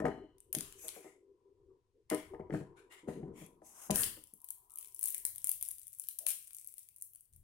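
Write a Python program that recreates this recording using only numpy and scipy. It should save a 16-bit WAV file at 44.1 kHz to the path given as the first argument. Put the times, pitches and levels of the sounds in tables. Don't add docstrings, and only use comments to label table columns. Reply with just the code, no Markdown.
import sys
import numpy as np
from scipy import signal
from scipy.fft import rfft, irfft, next_fast_len
from scipy.io import wavfile
from scipy.ndimage import uniform_filter1d

SR = 44100
rng = np.random.default_rng(int(sys.argv[2]) if len(sys.argv) > 2 else 0)


def dump(signal):
    limited = np.clip(np.atleast_2d(signal).T, -1, 1)
    pcm = np.round(limited * 32767).astype(np.int16)
    wavfile.write(sys.argv[1], SR, pcm)


N = 327795

# pitch_hz, level_db
DRONE_COLOUR = [(60, -50), (200, -30.5), (320, -11.5), (365, -2.5), (392, 4), (420, -7.5), (480, -10.5),
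                (600, -32), (900, -53), (3000, -82)]
UPPER_DRONE_COLOUR = [(250, -44.5), (550, -24), (760, -3), (860, -9), (980, 9), (1120, -7), (1600, -27),
                      (4000, -75.5)]
RUMBLE_COLOUR = [(15, -9), (30, -1), (48, -8.5), (75, -2.5), (115, -4), (170, -18.5), (400, -37),
                 (1500, -70.5)]
STEADY_HISS_COLOUR = [(30, 2.5), (300, -6), (1000, -17), (3000, -19), (9000, -22.5), (10500, -27),
                      (16000, -41.5)]
# time_s, level_db
DRONE_LEVEL = [(0, -45.5), (0.27, -68), (0.4, -67.5), (1.02, -64.5), (1.38, -71), (1.55, -71.5),
               (1.74, -70), (1.84, -85), (2.07, -83), (2.35, -54.5), (2.78, -61.5), (3.6, -106.5),
               (5.1, -83), (5.8, -100), (7.43, -103)]
UPPER_DRONE_LEVEL = [(0, -69), (0.45, -90), (1.1, -85.5), (1.8, -86), (2.0, -104), (2.3, -69), (3.7, -74),
                     (4.35, -83.5), (4.7, -79.5), (5.45, -82), (5.75, -105), (7.43, -107)]
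# peak_s, rise_s, fall_s, level_db
DRONE_SWELLS = [(1.315, 0.043, 0.06, -70), (1.465, 0.02, 0.058, -71.5), (1.715, 0.11, 0.05, -68.5),
                (1.975, 0.04, 0.061, -66)]
RUMBLE_SWELLS = [(0.14, 0.089, 0.31, -64.5), (0.62, 0.16, 0.32, -66.5), (1.7, 0.18, .14, -76.5),
                 (2.55, 0.49, 0.27, -64.5), (3.25, 0.16, 0.35, -66.5), (3.98, 0.088, 0.2, -53),
                 (5.45, 0.36, 0.57, -75), (7.41, 0.1, 0.35, -63)]
# pitch_hz, level_db, ring_s (time to fade 60 dB)
FAINT_RING_BANDS = [(2020, -2.5, 0.5), (3000, -2.5, 0.85), (4130, -6.5, 0.55)]
# start_s, length_s, pitch_hz, level_db
SQUEAKS = [(1.686, 0.039, 1140, -83), (4.685, 0.14, 1224, -75), (6.191, 0.095, 610, -63.5)]

# peak_s, rise_s, fall_s, level_db
DRAGS = [(3.1, 0.059, 0.18, -49.5), (3.2, 0.067, 0.47, -52), (3.335, 0.2, 0.08, -57.5),
         (3.95, 0.064, 0.19, -47)]
# peak_s, rise_s, fall_s, hiss_db, rub_db, hollow_hz
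SLIDES = [(0.642, .06, 0.23, -57, -61, 2810), (0.871, 0.12, 0.099, -50.5, -65.5, 2560),
          (0.96, .06, 0.13, -54.5, -61, 2230), (1.07, 0.071, 0.12, -63, -65.5, 1923),
          (2.105, 0.0087, 0.17, -50, -46.5, 2044), (2.555, 0.043, 0.12, -61, -56, 1644),
          (2.787, 0.029, 0.096, -69, -62, 1530), (2.935, 0.035, 0.12, -60, -55.5, 2000),
          (3.094, 0.023, 0.15, -61, -59.5, 1880), (3.41, 0.067, 0.11, -57, -59, 2247),
          (3.675, 0.046, 0.32, -58, -71, 805), (3.872, 0.17, 0.034, -52.5, -62, 810),
          (3.99, 0.069, 0.16, -43.5, -46, 1756)]
# pitch_hz, level_db
DRAG_COLOUR = [(50, -19.5), (120, -7), (170, 7.5), (280, 5.5), (390, 9.5), (560, -4.5), (800, -19.5),
               (1500, -26.5), (4000, -86), (12000, -87.5)]
HISS_COLOUR = [(2500, -72.5), (5000, -19), (6300, -10), (9000, -7.5), (11000, -4.5), (13500, -14),
               (16000, -16.5)]
RUB_COLOUR = [(100, -20.5), (300, -23), (700, -1.5), (1050, 3), (1400, 1), (2500, -2.5), (4200, -6),
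              (7000, -24.5), (16000, -37)]

# pitch_hz, level_db, ring_s (time to fade 60 dB)
TABLE_NOTES = [(74, -13, .22), (101, -6, .25), (156, -2.5, 0.07), (173, -1.5, 0.05), (202, -4, 0.1),
               (264, -9, 0.097), (312.5, 2, 0.11), (400.6, -6, .2), (476, -4, 0.12), (631.6, 3, 0.13),
               (751, 3.5, 0.085), (888, -6, 0.12), (995.7, -10, 0.12), (1239, -12, 0.091),
               (1830, -20.5, 0.08), (1880, -21, 0.09), (1970, -20.5, 0.1), (2170, -25, 0.07)]
# start_s, level_db
CLACKS = [(0.026, -57), (0.053, -24.5), (0.065, -35), (0.072, -50), (0.082, -44), (0.088, -57),
          (0.092, -49.5), (2.124, -36.5), (2.132, -35), (2.145, -43), (2.347, -46.5), (2.401, -54),
          (2.408, -51), (2.506, -39), (2.527, -41.5), (2.537, -47), (2.547, -34.5), (3.0867, -55),
          (3.095, -50), (3.232, -57.5)]
# start_s, level_db, pitch_hz, body_db
TICKS = [(0.3822, -47.5, 10100, -17), (0.4032, -40.5, 8240, -23.5), (0.5275, -16.5, 13100, -24),
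         (0.53, -21, 12000, -25), (0.5493, -14.5, 6330, -15.5), (0.553, -28, 6500, -10),
         (0.5852, -23, 6300, -13), (0.607, -21.5, 6360, -15), (0.724, -36, 7000, -11),
         (0.882, -21, 8550, -18), (0.889, -29, 8900, -7), (2.1, -18.5, 8400, -15.5),
         (2.146, -24.5, 8950, -13.5), (3.463, -39.5, 11300, -33), (3.9059, -19, 10000, -7.5),
         (3.9098, -15, 6900, -8.5)]
# start_s, level_db, settle_s, weight_db, hardness_db, board_db, thud_hz, board_hz
KNOCKS = [(0.001, -22, 0.0017, -3.5, -6, -10, 219, 670), (0.015, -25, .004, -3.5, -30, -0.5, 240, 615),
          (0.0419, -19.5, 0.0025, 1, -32, 1, 193, 580), (0.055, -19.5, 0.0077, -7.5, -2.5, 4, 203, 640),
          (0.072, -23, 0.0048, 8.5, -10, 4.5, 190, 665), (0.081, -26, .0043, 6, -4.5, 3, 198, 650),
          (0.176, -37.5, .004, -3, -25, -11.5, 240, 710), (0.236, -43, .003, -6.5, -27.5, -16, 231.7, 699),
          (0.544, -39.5, 0.0017, 10, 5, 14.5, 170, 600.5), (0.566, -31, 0.0064, 26.5, -6, -10.5, 170, 600),
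          (0.838, -49, 0.051, -5, 3, 6, 200, 620), (0.962, -42.5, 0.012, -34, -7, -6, 200, 646),
          (1.044, -44.5, 0.049, -11.5, -12.5, -6.5, 200, 739),
          (2.1129, -22.5, 0.032, -14, -11.5, -19, 204.6, 800),
          (2.335, -37.5, 0.0048, -10.5, -18.5, -4.5, 202.5, 817),
          (2.395, -31, 0.0093, -6, -24, -9, 191, 805), (2.497, -30, 0.0021, -7.5, -21, 0, 183, 530),
          (2.519, -28, 0.012, 1, -25, -17, 202, 600), (2.538, -24.5, 0.013, -4.5, -13, -22, 155, 740),
          (2.609, -32, 0.0042, 3.5, -11, -6, 156.5, 700), (3.031, -50, 0.0095, -4, -27, -18, 200, 645),
          (3.074, -32.5, .004, -12.5, -26, -15, 182, 644),
          (3.0841, -26.5, .0031, -1.5, -12.5, -3.5, 172, 610), (3.173, -40, .011, 2, -21, -13, 160, 600),
          (3.229, -33, 0.0034, 7, -29, -3, 164, 560), (3.28, -38, .004, 12, -9, -4, 165, 603),
          (3.414, -39.5, 0.0078, 2, -18, -5, 175, 600), (3.618, -45.5, .001, -5.5, -11, 4, 202, 750),
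          (3.897, -21, 0.007, 18, -20, 19.5, 206, 800), (3.902, -24.5, .007, 21.5, 10, 14.5, 220, 796),
          (3.961, -35, 0.0051, 5, -23, 3, 193, 700), (4.169, -49, .0017, -20, -5.5, -11, 200, 640),
          (4.332, -53, 0.0027, 0, -24, -35, 200, 600)]
# pitch_hz, level_db
CLACK_COLOUR = [(200, -29), (900, -10.5), (1400, -6.5), (1900, 0.5), (2250, -4), (2550, -20.5), (3000, -14),
                (3600, -35.5), (5300, -27.5), (8000, -47), (16000, -60.5)]
THUD_COLOUR = [(25, -49.5), (60, -18.5), (110, -4), (190, -8), (330, 8.5), (720, -2), (900, -16.5),
               (1900, -21.5), (2600, -30.5), (4000, -40), (8000, -35), (16000, -41)]

# peak_s, rise_s, fall_s, level_db
SQUEEZES = [(4.2, 0.14, 0.52, -69.5), (4.79, 0.12, 0.35, -61), (5.08, 0.14, 0.9, -57),
            (5.7, 0.096, 0.18, -56), (6.03, 0.14, 0.16, -64.5), (6.58, 0.24, 0.19, -59.5),
            (6.79, 0.19, 1, -74.5), (7.42, 0.12, 0.24, -67)]
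# start_s, length_s, level_db
CRUSHES = [(3.939, 0.11, -38), (5.017, 0.075, -48.5), (5.457, 0.037, -53.5), (6.261, 0.062, -40)]
# start_s, level_db, body_db
SNAPS = [(3.958, -13.5, -12.5), (3.983, -23, -32), (3.9938, -22, -34), (4.0077, -17.5, -27),
         (4.019, -19, -30), (4.034, -24, 0.5), (4.0405, -22.5, -10.5), (4.062, -24, -18.5),
         (4.238, -39.5, -16), (4.337, -35.5, -48.5), (4.4169, -44, -33), (4.4435, -31.5, -28),
         (4.487, -32.5, -23.5), (4.5047, -24.5, -25), (4.582, -50, -29.5), (4.7187, -40, -35),
         (4.7375, -38.5, -40.5), (4.757, -33, -30), (4.773, -33, -22), (4.7855, -24.5, -26),
         (4.827, -37.5, -14), (4.8458, -38, -13.5), (4.8734, -41, -28), (4.9459, -30, -35),
         (4.992, -27, -27), (5.011, -28, -28), (5.029, -19, -22.5), (5.039, -17, -33), (5.0568, -17, -31.5),
         (5.074, -24.5, -18.5), (5.083, -22, -32), (5.087, -23.5, -22), (5.104, -24, -42),
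         (5.1238, -29.5, -25), (5.1451, -19.5, -20.5), (5.1798, -26.5, -32), (5.2511, -13.5, -20.5),
         (5.265, -22, -43), (5.3592, -30, -22), (5.381, -31, -19), (5.443, -16.5, -23), (5.471, -19, -28),
         (5.481, -27, -24), (5.492, -15, -30), (5.4942, -23.5, -17.5), (5.515, -19, -23),
         (5.525, -30.5, -34), (5.6114, -28, -19.5), (5.626, -20, -23.5), (5.633, -28.5, -24),
         (5.679, -34, -27), (5.6866, -23.5, -34), (5.7129, -26, -28), (5.7947, -37, -26),
         (5.83, -44.5, -25), (5.8689, -33.5, -23.5), (5.88, -34.5, -30), (5.93, -36, -33.5),
         (5.9485, -37, -34), (5.9861, -35, -33), (5.9969, -22, -31), (6.0382, -36.5, -16),
         (6.047, -49, -6.5), (6.0862, -20, -18), (6.11, -37.5, -21), (6.1868, -22.5, -24),
         (6.1898, -26, -20.5), (6.2654, -15.5, -15), (6.285, -19, -27), (6.291, -22.5, -15.5),
         (6.304, -20.5, -15), (6.316, -28, -24), (6.478, -41, -21), (6.507, -37, -15.5), (6.5318, -38, -32),
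         (6.5463, -34.5, -30), (6.5665, -32, -31.5), (6.5963, -39, -40), (6.6124, -40, -25),
         (6.623, -43, -20), (6.6452, -36, -25), (6.673, -29, -35), (6.7234, -45, -25), (6.7393, -38, -25),
         (6.781, -31.5, -21.5), (6.792, -35, -40), (6.8872, -38.5, -22), (6.962, -36.5, -36),
         (6.9838, -43, -39.5), (7.012, -36, -33), (7.022, -24.5, -36.5), (7.1338, -41.5, -28),
         (7.149, -41.5, -25.5), (7.1578, -38, -22), (7.2073, -40, -37.5), (7.3616, -42.5, -40.5)]
# pitch_hz, level_db
CRINKLE_COLOUR = [(200, -39), (1000, -46), (2000, -16.5), (2700, -16), (4500, -13), (6300, -7), (8000, 1.5),
                  (9500, 8), (11000, 2), (13500, 1), (15500, -9), (17000, -10.5)]
CLICK_TOP_COLOUR = [(300, -39.5), (3000, -42.5), (5000, -22.5), (6300, -10.5), (7800, -5), (9300, 4.5),
                    (11000, 5.5), (13500, 0.5), (15500, -1.5), (17000, -4)]
CLICK_BODY_COLOUR = [(100, -21), (500, -14), (1000, -12.5), (1800, -4), (2700, 2), (4000, -1), (5500, 0),
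                     (9000, -22)]

# pitch_hz, ring_s
ROOM_RING = [(150, 0.36), (400, 0.25), (1040, 0.38), (2760, 0.42), (7000, 0.37), (11000, 0.35),
             (15000, 0.4)]
# pitch_hz, drop_db
RIGHT_SHADE = [(60, 5.0), (120, 5.5), (200, 3), (320, 1), (480, 8), (950, 5), (1890, 8.2), (3770, 2.7),
               (7520, 9.5), (15000, 5.0)]
# pitch_hz, lag_rad
RIGHT_LAG = [(60, 0.24), (320, 0.15), (450, 0.6), (650, 1.3), (1000, 1.2), (2000, 1.3)]


def amp(db):
    return 10 ** (np.asarray(db) / 20)


def unit(x):
    return x / np.sqrt(np.mean(x ** 2) + 1e-30)


def peak_one(x):
    return x / (abs(x).max() + 1e-30)


def read(points, hz):
    pitches, values = np.transpose(points)
    return np.interp(np.log(hz + 1), np.log(pitches + 1), values)


def add(mix, start_s, sound):
    part = mix[:, max(round(start_s * SR), 0):][:, :sound.shape[1]]
    part += sound[:, :part.shape[1]]


def placed(left_db):
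    gains = amp([[left_db], [0]])
    return gains / gains.mean()


def coloured(x, colour):
    size = 2 * next_fast_len(x.shape[-1] // 2 + 1024)
    log_gain = np.log(amp(read(colour, abs(np.fft.fftfreq(size, 1 / SR)))))
    response = np.exp(np.conj(signal.hilbert(log_gain)))[:size // 2 + 1]
    return irfft(rfft(x, size) * response, size)[..., :x.shape[-1]]


def noise(colour, same):
    left, other = rng.standard_normal((2, N))
    right = same * left + np.sqrt(1 - same ** 2) * other
    return unit(coloured(np.array([left, right]), colour))


def resonate(x, hz, width_hz):
    turn = np.exp(2j * np.pi * np.cumsum(hz) / SR)
    decay = np.exp(-np.pi * width_hz / SR)
    return (turn * signal.lfilter([(1 - decay) ** 2], [1, -2 * decay, decay * decay], x / turn)).real


def swells(rows, level_column=3):
    t, gain = np.arange(0, N, 32) / SR, 0
    for row in rows:
        peak_s, rise_s, fall_s = row[:3]
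        before = np.maximum((peak_s - t) / rise_s, 0)
        after = np.maximum((t - peak_s) / fall_s, 0)
        let_go_db = 45 * np.maximum(after - 1.5, 0)
        drop_db = 20 * (before ** 2.4 + after ** 1.37) + let_go_db
        gain = gain + amp(row[level_column] - np.minimum(drop_db, 200))
    return np.interp(np.arange(N) / SR, t, gain)


def wavering(curve, depth_db=3):
    gain = amp(np.interp(np.arange(N) / SR, *np.transpose(curve)))
    drift = uniform_filter1d(uniform_filter1d(rng.standard_normal(N), size=2200), size=1500)
    return gain * unit(amp(depth_db * unit(drift)))


def background(rumble_db=-85, hiss_db=-89):
    drone = (wavering(DRONE_LEVEL) + swells(DRONE_SWELLS)) * noise(DRONE_COLOUR, same=0.94)
    upper = wavering(UPPER_DRONE_LEVEL) * noise(UPPER_DRONE_COLOUR, same=0.062)
    rumble = (amp(rumble_db) + swells(RUMBLE_SWELLS)) * noise(RUMBLE_COLOUR, same=0.9)
    hiss = amp(hiss_db) * noise(STEADY_HISS_COLOUR, same=.2)
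    return (drone + upper + rumble + hiss) * placed(4.5)


def room(x, same, build_s):
    size = SR * 3 // 4
    echoes = rng.standard_normal((2, size)) * (rng.random((2, size)) < .25)
    hz, t, bands = signal.stft(echoes, SR, nperseg=256)
    alike = same / (1 + (hz[:, None] / 1200) ** 2)
    bands[1] = alike * bands[0] + np.sqrt(1 - alike ** 2) * bands[1]
    fade = amp(-60 * t / read(ROOM_RING, hz)[:, None])
    tail = signal.istft(bands * fade, SR, nperseg=256)[1]
    tail *= 1 - np.exp(-(np.arange(tail.shape[1]) / SR / build_s) ** 2)
    return signal.fftconvolve(x[None], tail / np.linalg.norm(tail[0]), axes=1)[:, :N]


def shade_right(x):
    hz = np.fft.rfftfreq(N, 1 / SR)
    right = amp(-read(RIGHT_SHADE, hz)) * np.exp(-1j * read(RIGHT_LAG, hz))
    return irfft(rfft(x) * np.array([np.ones(len(hz)), right]) * 2 / (1 + abs(right)), N)


def faint_ring(start_s=0.053, level_db=-62, width_hz=170):
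    out, t = np.zeros((1, N)), np.arange(SR) / SR
    for hz, band_db, ring_s in FAINT_RING_BANDS:
        band = signal.butter(2, [hz - width_hz / 2, hz + width_hz / 2], "band", fs=SR, output="sos")
        ring = unit(signal.sosfilt(band, rng.standard_normal(len(t))))
        add(out, start_s, amp(level_db + band_db - 60 * t / ring_s) * ring[None])
    return out[0]


def squeaks(width_hz=150):
    out = np.zeros(N)
    for start_s, length_s, hz, level_db in SQUEAKS:
        progress = np.clip((np.arange(N) / SR - start_s) / length_s, 0, 1)
        tone = unit(resonate(rng.standard_normal(N), np.full(N, hz), width_hz))
        out += amp(level_db) * tone * np.sqrt(4 * progress * (1 - progress))
    return out


def dragging():
    return swells(DRAGS) * noise(DRAG_COLOUR, same=0.54)[0]


def grip(depth_db=1.2):
    return unit(amp(depth_db * unit(uniform_filter1d(rng.standard_normal(N), size=500))))


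def rippled(x, depth_db=3, spacing_hz=260):
    hz = np.fft.rfftfreq(x.shape[-1], 1 / SR)
    knots = np.arange(0, SR / 2, spacing_hz)
    gain = unit(amp(depth_db * np.interp(hz, knots, rng.standard_normal(len(knots)))))
    return irfft(rfft(x) * gain, x.shape[-1])


def slides(glide_octaves_per_s=0.94, width_hz=480, firm_db=-56):
    bright, rub = noise(HISS_COLOUR, same=0.062), noise(RUB_COLOUR, same=0.018)
    dull = signal.sosfilt(signal.butter(4, 9500, fs=SR, output="sos"), noise(HISS_COLOUR, same=.1))
    out, t = np.zeros((2, N)), np.arange(SR) / SR - .5
    for row in SLIDES:
        start_s = row[0] - .5
        first = round(start_s * SR)
        hz = row[5] * 2 ** (glide_octaves_per_s * np.clip(t, -.1, .1))
        grain = rng.standard_normal((2, SR))
        stretch = rng.integers(N - SR) + np.arange(SR)
        pressure, drag = (swells([row], column)[first:first + SR] for column in (3, 4))
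        firm = pressure ** 2 / (pressure ** 2 + amp(firm_db) ** 2)
        hiss = pressure * (np.sqrt(firm) * bright[:, stretch] + np.sqrt(1 - firm) * dull[:, stretch])
        hollow = amp(-5.5) * unit(resonate(grain, hz, width_hz))
        hollow += amp(-11) * unit(resonate(grain, 1.43 * hz, width_hz))
        add(out, start_s, rippled(hiss + drag * (amp(-6) * rub[:, stretch] + hollow)))
    return grip() * out * placed(6)


def clacks(fade_s=0.0015):
    out, t = np.zeros((1, N)), np.arange(SR // 40) / SR
    for start_s, level_db in CLACKS:
        burst = coloured(rng.standard_normal(len(t)) * np.exp(-t / fade_s), CLACK_COLOUR)
        add(out, start_s, amp(level_db) * peak_one(burst)[None])
    return out[0]


def click(hz, body_db, ring_share, buckle_s=.0014, chatter_s=.002, ring_s=.0004):
    t = np.arange(SR // 60) / SR
    slip = (.26 * np.exp(-t / chatter_s) + .36 * (t < buckle_s)) * rng.standard_normal((2, len(t)))
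    slip[:, 0] = 1, .6
    slip[1] = np.roll(slip[1], int(0.00027 * SR))
    ring = .27 * np.exp(-t / ring_s) * np.cos(2 * np.pi * hz * t) + (t == 0)
    top = signal.fftconvolve(coloured(slip, CLICK_TOP_COLOUR), ring[None], axes=1)
    top = peak_one(top[:, :len(t)])
    body = amp(body_db) * peak_one(coloured(slip, CLICK_BODY_COLOUR))
    crack = peak_one(coloured(1. * (t == 0), CLICK_TOP_COLOUR))
    return top + body, 0.93 * (1 - ring_share) * crack + ring_share * top + 0.67 * body


def ticks(cutoff_hz=11500):
    direct, to_room = np.zeros((2, 2, N))
    for start_s, level_db, hz, body_db in TICKS:
        near, far = click(hz, body_db, ring_share=.4)
        add(direct, start_s + .0005, amp(level_db) * near * placed(7))
        add(to_room, start_s, amp(level_db + 0.5) * far)
    dull = signal.butter(2, cutoff_hz, fs=SR, output="sos")
    return signal.sosfilt(dull, direct), signal.sosfilt(dull, to_room[0])


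def rocking(count, gap_s=0.0075, shrink=.88, uneven=.22):
    gaps = gap_s * shrink ** np.arange(count - 1) * np.exp(uneven * rng.standard_normal(count - 1))
    return np.append(0, np.cumsum(gaps))


def knocks(thud_s=0.0046, touch_s=0.00049, ring_db=-12, detune=0.0024, span=1.5):
    out, t = np.zeros((1, N)), np.arange(SR // 5) / SR
    hz, note_db, ring_s = np.transpose(TABLE_NOTES)[:, :, None]
    onset = 1 - np.exp(-(t / touch_s) ** 2)
    fade = amp(note_db - 60 * t / ring_s)
    for start_s, level_db, settle_s, weight_db, hardness_db, board_db, thud_hz, board_hz in KNOCKS:
        edges = [(62, 115, 2), (thud_hz / span, thud_hz * span, 2), (245, 520, 2),
                 (board_hz / span, board_hz * span, 2), (1100, 12000, 4)]
        bands = [signal.butter(order, [lo, hi], "band", fs=SR, output="sos") for lo, hi, order in edges]
        delays = rocking(count=4)
        thuds = coloured(rng.standard_normal((len(delays), len(t))) * np.exp(-t / thud_s), THUD_COLOUR)
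        notes = fade * np.sin(2 * np.pi * hz * (1 + detune * rng.standard_normal(hz.shape)) * t)
        rings = (1 + 0.71 * rng.standard_normal((len(delays), len(hz)))) @ notes
        for delay, thud, ring in zip(delays, thuds, rings):
            blow = onset * (peak_one(thud) + amp(ring_db) * ring)
            deep, low, middle, hollow, high = (peak_one(signal.sosfilt(band, blow)) for band in bands)
            bass = amp(weight_db) * (low + amp(-17) * deep)
            knock = amp(-5) * middle - bass - amp(board_db) * hollow + amp(hardness_db) * high
            add(out, start_s + delay, amp(level_db) * np.exp(-delay / settle_s) * peak_one(knock)[None])
    return out[0]


def creases(per_s, spread_db, slip_s):
    sizes = amp(spread_db * np.minimum(rng.exponential(1, N), 2.5))
    sizes *= rng.random(N) < per_s / SR
    t = np.arange(SR // 125) / SR
    slips = rng.standard_normal((16, 2, len(t))) * np.sqrt(t) * np.exp(-t / slip_s)
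    which = rng.integers(0, len(slips), N)
    clicks = np.zeros((2, N))
    for at in np.flatnonzero(sizes):
        add(clicks, at / SR, sizes[at] * unit(slips[which[at]]))
    return unit(coloured(clicks, CRINKLE_COLOUR))


def crinkling(ramp_s=0.0056):
    t = np.arange(N) / SR
    crush = sum(amp(level_db) * np.clip(np.minimum(t - start_s, start_s + length_s - t) / ramp_s, 0, 1)
                for start_s, length_s, level_db in CRUSHES)
    sparse = creases(per_s=32, spread_db=-5.5, slip_s=.0007)
    dense = creases(per_s=1600, spread_db=3, slip_s=.0006)
    return (swells(SQUEEZES) * sparse + crush * dense) * placed(9.2)


def snaps(pitch_hz=10360, pitch_spread=0.1):
    direct, to_room = np.zeros((2, 2, N))
    for start_s, level_db, body_db in SNAPS:
        pitch_shift, facing = rng.standard_normal(2)
        near, far = click(pitch_hz * np.exp(pitch_spread * pitch_shift), body_db, ring_share=.1)
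        add(direct, start_s + .0005, amp(level_db) * near * placed(9.5 + 1.5 * facing))
        add(to_room, start_s, amp(level_db + 2.5) * far)
    return direct, to_room[0]


def scene():
    table = knocks() + clacks() + faint_ring() + dragging() + squeaks()
    crinkle = crinkling()
    tick, tick_to_room = ticks()
    snap, snap_to_room = snaps()
    direct = amp(-3) * shade_right(table) + tick + snap + crinkle
    table_echo = amp(-9.5) * room(table, same=0.95, build_s=0.0063) * placed(6)
    bright_to_room = amp(-0.5) * (tick_to_room + snap_to_room) + amp(-3.5) * crinkle[0]
    bright_echo = room(bright_to_room, same=0.26, build_s=0.00067) * placed(6.5)
    return direct + table_echo + bright_echo + slides() + background()


def record(dry):
    low_pass = signal.firwin(255, 16150, window=("kaiser", 8), fs=SR)
    return signal.oaconvolve(dry, low_pass[None], "same")


dry = scene()
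out = record(dry)
dump(out)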